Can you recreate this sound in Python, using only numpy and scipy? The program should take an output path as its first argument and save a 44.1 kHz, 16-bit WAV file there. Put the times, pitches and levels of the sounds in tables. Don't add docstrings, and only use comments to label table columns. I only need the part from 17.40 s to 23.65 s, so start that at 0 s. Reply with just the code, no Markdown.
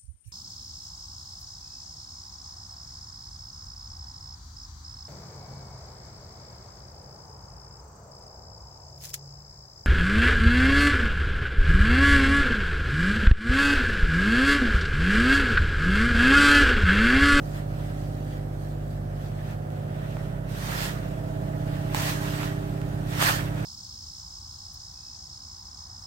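import sys
import numpy as np
from scipy import signal
from scipy.fft import rfft, irfft, next_fast_len
from scipy.io import wavfile
from scipy.ndimage import uniform_filter1d, map_coordinates

SR = 44100
rng = np.random.default_rng(int(sys.argv[2]) if len(sys.argv) > 2 else 0)


def transcribe(u):
    v = np.clip(np.atleast_2d(u).T, -1, 1)
    q = np.round(v * 32767).astype(np.int16)
    wavfile.write(sys.argv[1], SR, q)


N = 275625
TIME_S = np.arange(N) / SR

CYCLE_HZ, FIRST_BEAT_S = 16.47, .019
BOOM_HZ, BOOM_WIDTH_HZ = 103, 18
CRUNCH_LAG_S = 0.019
ATTACK_S, HISS_RELEASE_S, CRUNCH_RELEASE_S = 0.019, 0.061, 0.071
TOP_HZ = 15950

# multiple of the cycle rate, level in the room in dB, at the doorway in dB.
EXHAUST_LINES = [(2, -56, -80), (3, -36.5, -43.5), (4, -54, -87), (6, -36, -40), (7, -41, -34.5),
                 (8, -68, -93), (9, -33.5, -32), (11, -62, -39.5), (12, -49.5, -44.5), (13, -52.5, -60),
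                 (15, -48, -87), (16, -58, -52.5), (17, -78.5, -47.5), (18, -66, -45.5), (20, -50.5, -53.5),
                 (21, -65, -55.5), (24, -54.5, -50.5), (31, -49, -54.5), (35, -50, -48), (37, -57, -61),
                 (38, -55.5, -51.5), (39, -63, -45.5), (41, -62.5, -50.5), (44, -53, -56.5), (47, -51, -68),
                 (50, -67.5, -52)]
# time in seconds, place (0 room, 1 doorway),
# gain of line 3 in dB, of line 18 in dB, of the whole engine in dB.
LISTENER_PATH = [(0, 0.46, 2.5, 5.5, -0.5), (1.5, 0, 0, 9, 0.5), (2.0, 0.28, -2, -28, 0),
                 (2.4, 0.28, -8, -24, 0.5), (2.9, 1, 7.5, -3, -2), (3.6, 1, 5.5, -2, -1),
                 (4.4, 0.77, 0, 8, 1), (5.2, 0.8, 2.5, 6.5, 0), (6.25, 0.76, -0.5, 2.5, 1.5)]
# start in seconds, level in dB, left minus right in dB, treble tilt in dB.
STONE_HITS = [(2.304, -41, -4.5, -11), (2.769, -29.5, -7, -32), (4.547, -11, -8, -5), (5.032, -23, -4, -20),
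              (5.416, -30.5, -8, -11), (5.826, -10.5, -6.5, 0)]
# time of full weight in seconds, length in seconds, hiss level in dB,
# crunch over hiss in dB.
BOOT_STEPS = [(.07, .1, -58.5, -14), (0.166, 0.064, -54, 4), (0.43, 0.23, -59.5, 4.5),
              (0.617, 0.12, -60.5, -12), (0.823, 0.27, -61, -4), (.925, 0.11, -62, 6),
              (1.247, 0.15, -61.5, -6), (1.517, .11, -62.5, -2), (1.845, 0.12, -59.5, 3),
              (2.0, 0.091, -63.5, 9.5), (2.1, 0.073, -58.5, 3), (2.36, 0.12, -66.5, 8),
              (2.665, 0.26, -62.5, 10), (2.82, 0.19, -62, 2)]
# start in seconds, length in seconds, final hiss level in dB, build-up in dB,
# crunch over hiss in dB, crunch left minus right in dB.
TOOL_STROKES = [(3.096, 0.36, -39, 16, 1, -5), (4.276, .26, -63, -3, 9, -3.5),
                (4.561, 0.14, -37, 2, 0.5, -3.5), (4.813, 0.25, -46.5, 0, 3.5, -5),
                (5.689, .11, -44, 9, 5, -6), (5.822, 0.073, -30, -1, 0.5, -5.5),
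                (6.172, 0.11, -61.5, 0, 11, -2)]
# time in seconds, hiss level in dB.
SAND_TRICKLE = [(0, -65.5), (3.05, -66), (3.3, -57), (4.0, -61), (4.6, -56.5), (5.5, -59), (6.25, -56)]
# frequency in Hz, relative level in dB.
ROAR_SPECTRUM = [(20, -29), (35, -4), (70, -0.5), (110, 2.5), (190, -1), (260, -6.5), (400, -7), (480, -10),
                 (620, -7.5), (820, -14.5), (1000, -20), (1800, -24), (3000, -56), (8000, -45.5)]
CRACK_SPECTRUM = [(200, 2), (700, 7.5), (1800, 0.5), (3000, -1), (5000, -4), (8000, -4.5), (11000, -13.5),
                  (15000, -13)]
THUD_SPECTRUM = [(200, -10), (800, 11), (1900, 1), (3500, -11.5), (8000, -41)]
CRUNCH_SPECTRUM = [(150, -27), (400, -10), (750, -.5), (950, -.7), (1400, -.3), (1900, 0), (2150, -5.5),
                   (2700, -6), (3500, -10), (6000, -30)]
HISS_SPECTRUM = [(1000, -14), (2200, -3), (3200, -0.5), (4500, 0.5), (6000, -2), (7200, -3.5), (8300, -2),
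                 (10500, -8.5), (11700, -8), (13000, -2.5), (15800, -9.5)]
# frequency in Hz, T60 in seconds.
BRICK_T60 = [(200, 0.98), (1500, 0.93), (5000, 1), (14000, 0.11)]
# frequency in Hz, left-right correlation.
PORT_CORRELATION = [(60, 1), (150, .97), (290, 0.71), (640, -0.36), (1400, -0.49), (3100, -0.16),
                    (6800, -0.014), (15000, -0.0072)]
# frequency in Hz, left minus right in dB.
PORT_BALANCE = [(2000, 0.5), (4500, 0.5), (6500, 1), (9000, 4.5), (12500, 0.5), (15500, 3.5)]


def amp(db):
    return 10 ** (np.asarray(db) / 20)


def pan(db):
    return amp(np.outer([.5, -.5], db))


def along(points, hz):
    knots_hz, values = np.transpose(points)
    return np.interp(np.log(hz + 1), np.log(knots_hz + 1), values)


def curves(rows):
    times_s, *columns = np.transpose(rows)
    return [np.interp(TIME_S, times_s, column) for column in columns]


def wobble(rate_hz):
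    coarse_s = np.linspace(0, N / SR, num=2000)
    curve = map_coordinates(rng.standard_normal(512), [coarse_s * rate_hz], mode="mirror")
    return np.interp(TIME_S, coarse_s, curve)


def filtered(x, response):
    size = next_fast_len(N + SR // 2)
    return irfft(rfft(x, size) * response(np.fft.rfftfreq(size, 1 / SR)), size)[..., :N]


def spread_rad(hz):
    return np.arccos(np.clip(along(PORT_CORRELATION, hz), -1, 1)) / 2


def diffuse(pair, spectrum):
    def response(hz):
        return amp(along(spectrum, hz)) * [np.cos(spread_rad(hz)), np.sin(spread_rad(hz))]

    mid, side = filtered(pair, response)
    return np.array([mid + side, mid - side]) / mid.std()


def exhaust(cycle, place, standing_db):
    out = np.zeros((2, N))
    for order, room_db, door_db in EXHAUST_LINES:
        hz = order * CYCLE_HZ
        lag_rad = 0 if order == 3 else np.arctan((BOOM_HZ ** 2 - hz ** 2) / (hz * BOOM_WIDTH_HZ))
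        scatter = min(1, (hz / 380) ** 3)
        level = amp(room_db) * (1 - place) + amp(door_db) * place
        level *= amp(standing_db.get(order, 0) + 0.13 * scatter + (0.5 + 2.65 * scatter) * wobble(1.82))
        scatter_rad = scatter * (rng.uniform(-np.pi, np.pi) + 0.46 * wobble(1.06))
        phase = 2 * np.pi * order * cycle + lag_rad + scatter_rad
        out -= level * np.cos([phase - spread_rad(hz), phase + spread_rad(hz)])
    return np.sqrt(2) * out


def clatter(cycle, place):
    size = round(SR / CYCLE_HZ)
    index = np.floor(cycle * size).astype(int) % size
    inside, doorway = rng.standard_normal((2, 2, size))[..., index]
    rattle = inside * np.cos(place * np.pi / 2) + doorway * np.sin(place * np.pi / 2)
    return filtered(rattle, lambda hz: hz ** 2 / (hz ** 2 + 420 ** 2))


def engine():
    place, firing_db, whine_db, engine_db = curves(LISTENER_PATH)
    cycle = CYCLE_HZ * (TIME_S - FIRST_BEAT_S) + .0015 * wobble(7)
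    drone = exhaust(cycle, place, standing_db={3: firing_db, 18: whine_db})
    drone *= amp(-2.0 + 0.18 * wobble(22.46)) * pan(-1.9 - 2.54 * place)
    beat_db = 0.23 * np.cos(2 * np.pi * 3 * cycle) + 0.3 * np.cos(2 * np.pi * cycle)
    rattle = clatter(cycle, place)
    roar = diffuse(rng.standard_normal((2, N)) + 1.43 * rattle, ROAR_SPECTRUM)
    roar *= amp(-44.0 + 4.95 * place + beat_db) * pan(-5.5)
    return (drone + roar) * amp(engine_db)


def brick_reverb(x):
    hz, time_s, bins = signal.stft(rng.standard_normal((2, SR // 2)), SR, nperseg=256)
    decay = amp(-60 * time_s / along(BRICK_T60, hz)[:, None])
    tail = signal.istft(bins * decay, SR, nperseg=256)[1]
    return signal.fftconvolve(x, tail / np.linalg.norm(tail[0]), axes=1)[:, :N]


def impact(colour_db, t60_s):
    cepstrum = irfft(np.log(amp(colour_db)))
    cepstrum[0] /= 2
    body = irfft(np.exp(2 * rfft(cepstrum[:len(cepstrum) // 2], len(cepstrum))))
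    time_s = np.arange(SR // 10) / SR
    noise = rng.standard_normal((2, len(time_s))) * amp(-60 * time_s / t60_s)
    burst = signal.fftconvolve(noise, body[None], axes=1)
    return burst / np.abs(burst).max()


def stone_ticks():
    hz = np.fft.rfftfreq(512, 1 / SR)
    tilt = along([(1800, 0.1), (8000, 0.6)], hz)
    out = np.zeros((2, N + SR))
    for start_s, db, side_db, treble_db in STONE_HITS:
        crack = impact(along(CRACK_SPECTRUM, hz) + treble_db * tilt, t60_s=0.0029)
        thud = amp(-13.0) * impact(along(THUD_SPECTRUM, hz), t60_s=0.024)
        start = round(start_s * SR)
        out[:, start:start + crack.shape[1]] += (crack + thud) * amp(db + 4.0) * pan(side_db)
    return out[:, :N]


def grit(size_db, patchy_db):
    contacts = rng.standard_normal((2, N))
    contacts *= amp(size_db * np.repeat(rng.standard_normal(N), 32)[:N])
    bins = signal.stft(contacts, nperseg=512)[2]
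    patches = uniform_filter1d(rng.standard_normal(bins.shape[1:]), size=4, axis=0)
    patches = uniform_filter1d(patches, size=8, axis=1)
    patches /= np.sqrt(np.mean(patches ** 2))
    return signal.istft(bins * amp(patchy_db * patches), nperseg=512)[1][:, :N]


def boot_step(peak_s, length_s):
    return 1 / np.cosh(2 * (TIME_S - peak_s) / length_s)


def tool_stroke(start_s, length_s, build_db, release_s):
    early_s = np.maximum(start_s - TIME_S, 0)
    late_s = np.maximum(TIME_S - start_s - length_s, 0)
    travelled = np.clip((TIME_S - start_s) / length_s, 0, 1)
    heap = amp(-build_db * (1 - travelled) ** 1.52)
    return np.exp(-early_s / ATTACK_S - late_s / release_s) * heap


def screed():
    trickle_db, = curves(SAND_TRICKLE)
    sand = [amp(trickle_db)]
    mass = [amp(trickle_db + 3.5) * pan(-2.5)]
    for peak_s, length_s, db, over_db in BOOT_STEPS:
        sand.append(amp(db) * boot_step(peak_s, length_s))
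        mass.append(amp(db + over_db) * boot_step(peak_s + CRUNCH_LAG_S, length_s) * pan(-1.9))
    for start_s, length_s, db, build_db, over_db, side_db in TOOL_STROKES:
        sand.append(amp(db) * tool_stroke(start_s, length_s, build_db, HISS_RELEASE_S))
        shove = tool_stroke(start_s, length_s, build_db, CRUNCH_RELEASE_S)
        mass.append(amp(db + over_db) * shove * pan(side_db))
    sand_level, mass_level = np.linalg.norm(sand, axis=0), np.linalg.norm(mass, axis=0)
    lumps = amp(1.15 * wobble(rate_hz=40))
    crunch = diffuse(grit(size_db=1.0, patchy_db=1.9), CRUNCH_SPECTRUM) * mass_level * lumps
    hiss = diffuse(grit(size_db=1.5, patchy_db=1.8), HISS_SPECTRUM) * sand_level * amp(0.47)
    effort = np.clip((20 * np.log10(sand_level) + 65) / 18, 0, 1)
    return crunch + hiss * pan(-.6 - 3.1 * effort)


def scene():
    stones = stone_ticks()
    return engine() + screed() + stones + amp(-3.5) * brick_reverb(stones)


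def record(dry):
    return filtered(dry, lambda hz: pan(along(PORT_BALANCE, hz)) * (hz < TOP_HZ))


dry = scene()
out = record(dry)
transcribe(out)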